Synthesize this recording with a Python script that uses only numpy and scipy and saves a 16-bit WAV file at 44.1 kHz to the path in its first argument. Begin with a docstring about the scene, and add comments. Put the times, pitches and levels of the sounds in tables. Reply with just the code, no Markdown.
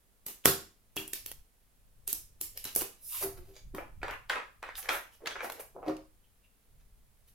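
"""Riffle shuffle on a wooden table

Stiff playing cards are riffled slowly in a live room with a parquet floor. Bent packets snap off the
thumbs, the halves slide together with friction noise, and the bridge lets go in dull clacks. The hands
square the deck and bump it on the table, whose top rings in its low modes. Each card sound is an
impact or a friction force, with the room's reverberation, filtered by the cards and the cupped hands."""
import sys
import numpy as np
from scipy import signal
from scipy.fft import rfft, irfft, next_fast_len
from scipy.io import wavfile
from scipy.ndimage import map_coordinates

SR = 44100
rng = np.random.default_rng(int(sys.argv[2]) if len(sys.argv) > 2 else 0)


def wav_out(sig):
    """Save sig, one row per channel (or a flat mono array), as 16-bit PCM at SR to the path in sys.argv[1]."""
    wavfile.write(sys.argv[1], SR, np.round(np.clip(np.atleast_2d(sig).T, -1, 1) * 32767).astype(np.int16))


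N = 323694
BLOW, TAIL, LEAD = 1764, 19200, 882  # samples: span of a blow's level, room's tail, scrape before a click


def amp(db):
    """Amplitude ratio of a level in decibels."""
    return 10 ** (np.asarray(db) / 20)

def unit(x):
    """Normalisation to rms 1."""
    return x / np.sqrt(np.mean(x ** 2) + 1e-20)

def along(points, hz):
    """Interpolation of (f/Hz, value) points on a logarithmic frequency axis."""
    f, values = np.transpose(points)
    return np.interp(np.log(hz + 1), np.log(f + 1), values)

def add(track, s, x):
    """Superposition of x on the track from time s on."""
    i = max(round(s * SR), 0)
    track[:, i:i + x.shape[-1]] += x[..., :N - i]

def wobble(rate, n):
    """Smooth random modulation: a spline through 'rate' knots a second."""
    return map_coordinates(rng.standard_normal(int(n * rate / SR) + 4), [np.arange(n) * rate / SR])

def filtered(x, response):
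    """Linear filtering: the spectrum of x times a frequency response."""
    n = x.shape[-1]
    m = next_fast_len(n + 4096)
    return irfft(rfft(x, m) * response(np.fft.rfftfreq(m, 1 / SR)), m)[..., :n]

def ports(x):
    """Path difference: sound from the front reaches the left microphone port one sample later."""
    return np.array([np.roll(x, 1), x])

# Depth of random fine peaks and dips in the spectrum: f/Hz, standard deviation/dB
RIPPLE_DEPTH = [(300, 1.5), (900, 3), (3000, 3.8), (6000, 3.6), (9000, 2.6)]
def coloured(x, *parts):
    """Minimum-phase filter of (spectrum, level/dB) parts; fresh random ripple adds a papery ring."""
    n = x.shape[-1]
    m = 2 * next_fast_len(n // 2 + LEAD)
    hz = np.fft.rfftfreq(m, 1 / SR)
    knots_hz = np.linspace(np.sqrt(300), np.sqrt(17000), 110) ** 2
    peaks = np.interp(hz, knots_hz, rng.standard_normal(len(knots_hz)))
    ripple = unit(amp(along(RIPPLE_DEPTH, hz) * peaks))
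    power = sum((amp(db) * unit(ripple * amp(along(spectrum, hz)))) ** 2 for spectrum, db in parts)
    cepstrum = irfft(np.log(power) / 2)
    cepstrum[1:m // 2] *= 2  # folding the cepstrum makes the filter causal
    cepstrum[m // 2 + 1:] = 0
    return irfft(rfft(x, m) * np.exp(rfft(cepstrum)))[..., :n]

# Likeness of the diffuse field at the two ports: f/Hz, correlation
COHERENCE = [(100, 0.44), (180, 0.58), (380, 0.8), (800, 0.071), (1500, 0.09), (3000, 0.27), (8000, 0.011)]
def mid_side_gains(hz):
    """Spatial coherence: the balance of mid and side sets the left-right correlation."""
    angle = np.arccos(np.clip(along(COHERENCE, hz), -1, 1)) / 2
    return np.array([np.cos(angle), np.sin(angle)])

def diffuse_noise(n):
    """A diffuse field is alike at both ports in the bass and unrelated in the treble."""
    mid, side = filtered(rng.standard_normal((2, n)), mid_side_gains)
    return np.array([mid + side, mid - side])

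# Reverberation time of the room: f/Hz, T60/s
ROOM_T60 = [(100, 0.47), (400, 0.27), (1000, 0.34), (3000, 0.34), (7000, 0.36), (12000, 0.275),
            (16000, 0.26)]
def room_tail(build_s=0.0017):
    """Reverberation of energy 1, decaying exponentially by band; new each time, as the hands move."""
    hz = np.fft.rfftfreq(256, 1 / SR)[:, None]
    t = np.arange(0, TAIL + 1, 128) / SR
    real, imag = rng.standard_normal((2, 2, len(hz), len(t)))
    spectra = (real + 1j * imag) * mid_side_gains(hz) * amp(-60 * t / along(ROOM_T60, hz))
    frames = irfft(spectra, axis=1) * signal.windows.cosine(256)[:, None]
    overlapped = frames[:, 128:, :-1] + frames[:, :128, 1:]
    mid, side = overlapped.transpose(0, 2, 1).reshape(2, TAIL)
    rise = 1 - np.exp(-(np.arange(TAIL) / SR / build_s) ** 2)
    return unit(np.array([mid + side, mid - side]) * rise) / np.sqrt(TAIL)

def reverberation(x):
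    """Convolution with the room's impulse response."""
    return signal.fftconvolve(x, room_tail(), axes=1)[:, :TAIL]

TABLE_ECHO, WALL_ECHO = (0.0022, -6.5), (0.0079, -9.5)  # delay/s, level/dB
def with_echo(x, delay_s, db, corner_hz=1600):
    """Specular reflection adds the treble that the cards beam at a surface, with a lag for each port."""
    lags = np.round(delay_s * SR * rng.uniform(.93, 1.07, 2)).astype(int)
    treble = filtered(x, lambda hz: (1j * hz / (corner_hz + 1j * hz)) ** 2)
    echo = np.array([np.pad(port, (lag, 0))[:len(port)] for port, lag in zip(treble, lags)])
    return x + amp(db) * echo

def contact(t60, width, scrape_db, scrape_s, spike):
    """Impact excitation of energy 1: a rising scrape, then decaying noise with one hard spike."""
    t = (np.arange(BLOW) - LEAD) / SR
    envelope = np.where(t < 0, amp(scrape_db) * np.exp(-abs(t) / scrape_s), amp(-60 * abs(t) / t60))
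    noise = ports(rng.standard_normal(BLOW)) + width * diffuse_noise(BLOW)
    click = unit(envelope * noise) / np.sqrt(BLOW)
    click[:, LEAD + 12] -= spike
    return np.pad(unit(click) / np.sqrt(BLOW), ((0, 0), (0, TAIL - BLOW)))

def blow(direct, parts, wet_db, build_s):
    """Source and filter: an impact and its reverberation share one spectral colour."""
    tail = np.pad(room_tail(build_s), ((0, 0), (LEAD, 0)))[:, :TAIL]
    return np.sqrt(BLOW) * coloured(direct + amp(wet_db) * tail, *parts)

def stroke(peak_s, swell_s, fade_s, parts, grain_db, rate):
    """Friction noise follows sliding speed as the faces catch and slip; returns (start/s, sound)."""
    t = np.arange(TAIL) / SR - 3 * swell_s
    speed = np.exp(-(t / np.where(t < 0, swell_s, fade_s)) ** 2 / 2)
    catches = amp(grain_db * wobble(rate, TAIL))
    noise = ports(rng.standard_normal(TAIL)) + .5 * rng.standard_normal((2, TAIL))
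    rub = speed * unit(catches * noise)
    return peak_s + t[0], coloured(amp(-3) * rub + amp(-4) * reverberation(rub), *parts)

def flutter(rate, scatter_db):
    """A random impulse train: single cards slip about 'rate' times a second with uneven force."""
    times = np.cumsum(rng.uniform(.3, 1.7, 40)) / rate
    sizes = amp(scatter_db * rng.standard_normal(40))
    return np.bincount((times * SR).astype(int), sizes, TAIL)[:TAIL]


# Spectra of the room tone and the low rumble: f/Hz, relative level/dB
TONE_SPECTRUM = [(15, -30), (25, 4.5), (44, -1), (130, -22.5), (200, -13.5), (354, -23), (394, -19),
                 (911, -23), (1020, -24), (2840, -28), (5730, -30.5), (11600, -25.5), (16000, -29.5)]
RUMBLE_SPECTRUM = [(15, 2), (35, 2), (70, -7.5), (115, -8.5), (170, -21), (300, -35), (800, -69.5)]
# Course of the rumble as the arms move: t/s, relative level/dB
ARM_SWAY = [(0.701, -71.5), (1.399, -53.5), (1.48, -75.5), (1.96, -58), (2.82, -56.5), (2.92, -68),
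            (3.4, -46.5), (3.599, -61), (3.66, -44.5), (3.9, -54.5), (3.99, -42), (4.43, -64),
            (4.969, -56.5), (5.01, -66.5), (5.99, -59.5), (6.64, -74), (6.73, -57), (7.34, -65)]
def background():
    """Ambient noise: a faint steady diffuse field and an amplitude-modulated rumble."""
    tone = unit(filtered(diffuse_noise(N), lambda hz: amp(along(TONE_SPECTRUM, hz))))
    sway_db = np.interp(np.arange(N) / SR, *np.transpose(ARM_SWAY))
    noise = rng.standard_normal(N) + .5 * rng.standard_normal((2, N))
    rumble = unit(filtered(noise, lambda hz: amp(along(RUMBLE_SPECTRUM, hz))))
    return amp(-68) * tone + amp(sway_db - 2) * rumble

# Spectra of a packet's slap, a card's flexure and its edge tick: f/Hz, relative level/dB
SLAP_SPECTRUM = [(30, -14), (75, -8), (130, -7.5), (220, -5.5), (380, -1.5), (650, -8), (1150, -7),
                 (1800, -12), (5000, -44.5)]
FLEX_SPECTRUM = [(500, -39), (1200, -20), (1700, -5), (2800, 2.5), (4500, -0.5), (6500, -2), (10000, -19.5)]
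EDGE_SPECTRUM = [(2500, -41.5), (5000, -9.5), (7500, -7), (11000, 0), (13500, 3.5), (16000, -9),
                 (18000, -29.5)]
# Edges snapping off the thumbs or past each other:
# t/s, slap level/dB, flex level/dB, edge level/dB, contact T60/s, direct sound gain/dB
THUMB_SNAPS = [(0.2644, -56.5, -56.5, -42.5, 0.024, -2), (.284, -64.5, -59.5, -55.5, 0.0065, 1),
               (0.4565, -31.5, -32.5, -25, 0.007, 1), (0.9608, -79, -71, -58, 0.018, 3),
               (0.967, -48, -50.5, -42.5, 0.0057, -1), (1.0784, -80, -72, -53.5, 0.0045, 3.5),
               (1.1336, -61.5, -48, -42, 0.012, 2.5), (1.262, -64, -57, -48.5, 0.0049, 3),
               (1.316, -70.5, -70, -61, 0.0087, 12), (2.077, -61.5, -49, -37.5, 0.012, -2.5),
               (2.1292, -62.5, -58.5, -40, 0.0076, 4), (2.4129, -63.5, -54, -39.5, 0.0066, 0),
               (2.575, -76, -55.5, -49, 0.0093, 1.5), (2.642, -84.5, -61.5, -49.5, 0.011, 3),
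               (2.652, -56.5, -49, -46.5, 0.031, 0), (2.751, -66, -55.5, -36.5, 0.016, -4),
               (2.7613, -51, -59, -32.5, 0.008, -0.5), (2.811, -65.5, -58, -55, .004, 8.5),
               (2.8189, -55.5, -74, -51, 0.0079, 8.5), (3.748, -47, -62, -55.5, 0.022, -2),
               (4.11, -79, -67.5, -74, 0.0077, 10.5), (4.828, -81, -57, -72, 0.016, 2.5),
               (5.2724, -63, -49.5, -73, 0.015, 8.5), (5.5, -60, -60.5, -56, 0.0045, 4),
               (5.5212, -76, -62, -54.5, 0.019, 2.5), (5.9682, -73.5, -69, -77, 0.0045, 5.5)]
def snaps():
    """Release of elastic energy: a bent packet leaves the thumb, ticks, flexes and slaps the pile."""
    out = np.zeros((2, N))
    for s, slap_db, flex_db, edge_db, t60, direct_db in THUMB_SNAPS:
        click = contact(t60, width=1.0, scrape_db=-18, scrape_s=0.003, spike=0.09)
        click = with_echo(click, *TABLE_ECHO)
        click = with_echo(click, *WALL_ECHO)
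        parts = [(SLAP_SPECTRUM, slap_db), (FLEX_SPECTRUM, flex_db), (EDGE_SPECTRUM, edge_db)]
        add(out, s - LEAD / SR, blow(amp(direct_db) * click, parts, wet_db=0, build_s=0.013))
    return out

# Fingertips dragging on a card: t/s, f/Hz, half length/s, level/dB
FINGER_SQUEAKS = [(0.441, 2830, 0.00098, -44), (0.976, 2830, 0.0037, -32.5), (.99, 2720, .004, -50),
                  (3.148, 1100, 0.022, -53), (3.25, 700, 0.023, -50), (3.388, 364, 0.0099, -52.5),
                  (5.24, 430, 0.0093, -45.5), (5.459, 807, 0.01, -39.5), (5.597, 765, .007, -50),
                  (6.246, 3045, 0.0064, -68), (6.448, 2690, 0.0099, -66)]
def squeaks():
    """Stick-slip friction of skin on a card excites one narrow resonance."""
    out = np.zeros((2, N))
    peak_shape = [(-2, -50), (-.25, -11), (0, 0), (.25, -11), (2, -50)]  # offset/octaves, level/dB
    for s, hz, half_s, db in FINGER_SQUEAKS:
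        resonance = [(hz * 2 ** octaves, drop) for octaves, drop in peak_shape]
        add(out, *stroke(s, half_s, half_s, [(resonance, db)], grain_db=-3, rate=240))
    return out

def landing(parts, t60, direct_db):
    """Multiple impact: a packet lands flat and its cards follow one by one in a fading patter."""
    t = np.arange(TAIL) / SR
    click = contact(t60, width=0.36, scrape_db=-14, scrape_s=0.002, spike=0.3)
    patter = flutter(rate=310, scatter_db=4) * np.exp(-t / 0.043)
    patter = np.pad(patter, (LEAD, 0))[:TAIL]
    direct = amp(direct_db) * click + amp(-8.5) * ports(unit(patter)) / np.sqrt(TAIL)
    return blow(direct, parts, wet_db=-3, build_s=0.0055)

# Spectra of the cupped hands, a flat clack and its edge tick: f/Hz, relative level/dB
HOLLOW_SPECTRUM = [(60, -19.5), (190, -13), (320, 0), (520, 8), (850, 0), (1300, -9), (4000, -73.5)]
CLACK_SPECTRUM = [(350, -35.5), (750, 0), (1100, 1), (1600, 2.5), (2400, -2.5), (3200, -15.5), (5000, -32),
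                  (12000, -47)]
TICK_SPECTRUM = [(1500, -17.5), (3300, 6), (4300, -1.5), (6500, -8.5), (11000, -12.5), (16000, -17),
                 (18000, -58.5)]
# Packets falling on the pile or inside the hands: t/s, hollow level/dB, clack level/dB,
# tick level/dB, contact T60/s, direct sound gain/dB, relative level of loose cards/dB
PACKET_FALLS = [(0.457, -47.5, -37, -47, .005, 7, -31), (2.763, -49.5, -57, -70, .004, 2, -25),
                (2.8196, -54, -56.5, -74, 0.008, 2.5, -24), (3.2263, -45.5, -49, -63, 0.0096, -5, -3),
                (3.7830, -42.5, -45.5, -84, 0.014, -3.5, -27), (4.017, -63, -54, -73, 0.032, -4.5, -30),
                (4.031, -43.5, -38.5, -54, 0.021, -3, -1), (4.082, -52.5, -45.5, -59.5, 0.0054, -0.5, -9),
                (4.112, -57, -58, -75, .006, 4, -20), (4.2971, -56, -50, -45.5, 0.0039, 1, -22.5),
                (4.2994, -44.5, -34.5, -43, 0.018, -4, -9), (4.3045, -49.5, -38, -47.5, 0.008, -5.5, -27),
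                (4.337, -52, -39.5, -61, 0.0036, -2, -20), (4.3577, -44, -36.5, -54, 0.0064, -8.5, -16.5),
                (4.6283, -55, -45.5, -55.5, 0.011, -1.5, -4), (4.637, -59, -46.5, -83, .008, -4.5, -23.5),
                (4.69, -61.5, -47, -65, 0.0097, -0.5, -26), (4.7547, -85, -65, -51.5, 0.0044, -2, -6),
                (4.8879, -43.5, -35, -39, 0.02, -9, -16), (4.8911, -45.5, -32, -41, .005, 0.5, -3.5),
                (5.2591, -55.5, -40, -43.5, 0.0083, -6, -1.5), (5.4996, -60, -52.5, -77, 0.006, 7.5, -23),
                (5.595, -53.5, -67.5, -67, 0.046, 3, -23), (5.7637, -47, -88, -99, 0.01, -3.5, -25),
                (5.7766, -52, -86, -96, 0.0032, -9, -7), (5.8814, -51, -58, -60, 0.05, 2.5, -23)]
def clacks(settle_s=0.057, spread_s=0.012):
    """Cavity resonance of the hands makes each landing hollow; loose cards settle in the same colour."""
    out = np.zeros((2, N))
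    for s, hollow_db, clack_db, tick_db, t60, direct_db, loose_db in PACKET_FALLS:
        parts = [(HOLLOW_SPECTRUM, hollow_db), (CLACK_SPECTRUM, clack_db), (TICK_SPECTRUM, tick_db)]
        add(out, s - LEAD / SR, landing(parts, t60, direct_db))
        start, rustle = stroke(s + settle_s, spread_s, spread_s, parts, grain_db=6.5, rate=320)
        add(out, start, amp(loose_db - 2.5) * rustle)
    return out

# Modes of the table top: f/Hz, relative level/dB
TABLE_MODES = [(81, -7.5), (138, -7.5), (172, -2), (255, -7), (311, 1.5), (389, 1.5), (548, -12),
               (705, 1.5), (750, -11.5), (874, -15.5), (1103, -9), (1299, -9.5)]
# Deck and knuckles on the table: t/s, level/dB, favoured f/Hz, contact time/s,
# T60/s (which the resting hands shorten)
TABLE_KNOCKS = [(0.46, -34.5, 373, 0.016, 0.3), (.457, -39.5, 1180, 0.005, .2),
                (0.458, -36, 145.1, 0.012, .2), (.462, -42, 80.9, .012, .35),
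                (0.966, -43.5, 352, 0.0081, 0.35), (2.078, -57.5, 410, 0.0018, 0.11),
                (2.128, -57.5, 290, 0.0018, 0.14), (2.411, -58.5, 336, 0.0014, 0.18),
                (2.652, -57, 352, 0.002, 0.13), (2.762, -49, 396, 0.0015, 0.096),
                (2.82, -46.5, 392, 0.0014, 0.18), (3.226, -36, 402, 0.019, 0.26),
                (3.465, -58.5, 390, 0.034, 0.3), (3.737, -46, 350, 0.0053, .2),
                (5.748, -52, 409, 0.007, .24), (5.772, -53.5, 720, 0.0052, 0.14),
                (5.866, -31, 320, 0.016, 0.29)]
def table_knocks(thud_db=28, thud_t60=0.012):
    """Modal vibration: a knock dents the top with a thud; where it lands decides which modes ring most."""
    out, t = np.zeros((2, N)), np.arange(TAIL) / SR
    for s, db, favoured_hz, contact_s, t60 in TABLE_KNOCKS:
        ring = np.zeros(TAIL)
        for hz, mode_db in TABLE_MODES:
            share = 0.16 + np.exp(-(np.log2(hz / favoured_hz) / 0.23) ** 2)
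            ring += share * amp(mode_db) * np.sin(2 * np.pi * (hz * t + rng.random()))
        rise = 1 - np.exp(-(t / contact_s) ** 2)  # a soft contact smothers the thud
        ring *= amp(-60 * t / t60) * rise
        thud = amp(thud_db - 60 * t / thud_t60) * rise * np.sin(2 * np.pi * favoured_hz * t)
        add(out, s, amp(db - 2) * (ring / np.std(ring[:BLOW]) + thud))
    return out

# Bent cards creeping past the thumb: t/s, duration/s, level/dB
EDGE_CREEPS = [(2.074, 0.035, -60), (2.496, 0.27, -66), (2.67, .08, -60), (2.762, 0.062, -45)]
def creeps():
    """Intermittent slip: single edges escape the thumb in an uneven run of tiny ticks."""
    out, t = np.zeros((2, N)), np.arange(TAIL) / SR
    for s, length_s, db in EDGE_CREEPS:
        slips = flutter(rate=130, scatter_db=6.5) * (t < length_s)
        slips = unit(slips) * np.sqrt(length_s * SR / TAIL)  # rms 1 within the run
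        ticks = with_echo(ports(slips), *TABLE_ECHO)
        parts = [(EDGE_SPECTRUM, db), (FLEX_SPECTRUM, db - 17.5)]
        add(out, s, coloured(ticks + amp(-10) * reverberation(ticks), *parts))
    return out

# Spectrum of sliding edges: f/Hz, relative level/dB
HISS_SPECTRUM = [(1000, -20), (3000, -20.5), (5000, 0.5), (8000, 2.5), (11500, 12.5), (13500, 12.5),
                 (16000, 3.5), (18000, -45)]
# Cards pushed over each other:
# peak t/s, swell time/s, hollow level/dB, rasp level/dB, flex level/dB, hiss level/dB
PUSHES = [(2.567, 0.012, -60, -79, -58, -57), (2.674, 0.019, -75, -53, -49.5, -60),
          (2.808, 0.025, -46, -61, -45.5, -43), (3.0, 0.038, -80, -87, -74, -76),
          (3.096, 0.041, -87, -91.5, -74, -41.5), (3.156, 0.04, -88, -66, -50, -37),
          (3.2, 0.031, -82, -63, -53, -41), (3.231, .013, -45, -48.5, -46.5, -31),
          (3.38, 0.0073, -58, -56, -60.5, -56), (3.48, 0.041, -67, -78.5, -71, -67),
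          (3.569, 0.019, -64, -72, -56.5, -64), (4.122, 0.021, -54, -40, -61, -59.5),
          (4.786, 0.014, -82.5, -51, -61, -38), (4.855, 0.017, -52, -47, -67, -57),
          (4.94, .024, -43.5, -39.5, -67, -39), (5.144, 0.017, -74.5, -79, -62.5, -62),
          (5.219, 0.0086, -52, -66.5, -84, -87.5), (5.28, 0.025, -47, -60, -77, -77),
          (5.361, .007, -43.5, -36, -58, -72), (5.406, 0.014, -48, -37, -53.5, -73),
          (5.448, 0.013, -38.5, -41, -49.5, -44), (5.548, 0.033, -53.5, -59, -61.5, -69),
          (5.606, 0.0065, -76, -54, -65, -41), (5.755, 0.0092, -57, -89, -93, -92),
          (5.837, 0.01, -42.5, -57.5, -87, -93), (5.892, 0.02, -34, -46, -55, -61.5),
          (6.805, 0.013, -93, -77, -74, -81.5), (7.288, 0.013, -95, -92.5, -69.5, -63)]
def slides():
    """Sliding friction: edges hiss evenly, faces catch and rasp, and the hollow of the hands resonates."""
    out = np.zeros((2, N))
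    for peak_s, swell_s, hollow_db, rasp_db, flex_db, hiss_db in PUSHES:
        fade_s = 0.97 * swell_s
        faces = [(HOLLOW_SPECTRUM, hollow_db), (CLACK_SPECTRUM, rasp_db), (FLEX_SPECTRUM, flex_db)]
        add(out, *stroke(peak_s, swell_s, fade_s, faces, grain_db=4, rate=350))
        add(out, *stroke(peak_s, swell_s, fade_s, [(HISS_SPECTRUM, hiss_db)], grain_db=0.5, rate=250))
    return out


def scene():
    """Linear superposition of cards, fingers, table and ambient noise."""
    return snaps() + creeps() + clacks() + slides() + squeaks() + table_knocks() + background()

# Imbalance of the microphone ports: f/Hz, left minus right level/dB
PORT_BALANCE = [(300, 0.5), (1200, -1), (4000, 0.5), (6000, -2), (8000, 0), (10500, -6.5), (13000, -2),
                (16000, 1.5)]
def record(dry, ceiling=0.8, top_hz=16300):
    """Transduction: the ports colour the treble differently, peaks saturate softly, the band is limited."""
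    balanced = filtered(dry, lambda hz: amp(np.outer([.5, -.5], along(PORT_BALANCE, hz))))
    rounded = balanced / (1 + (balanced / ceiling) ** 6) ** (1 / 6)
    return filtered(rounded, lambda hz: 1 / np.sqrt(1 + (hz / top_hz) ** 120))


dry = scene()
out = record(dry)
wav_out(out)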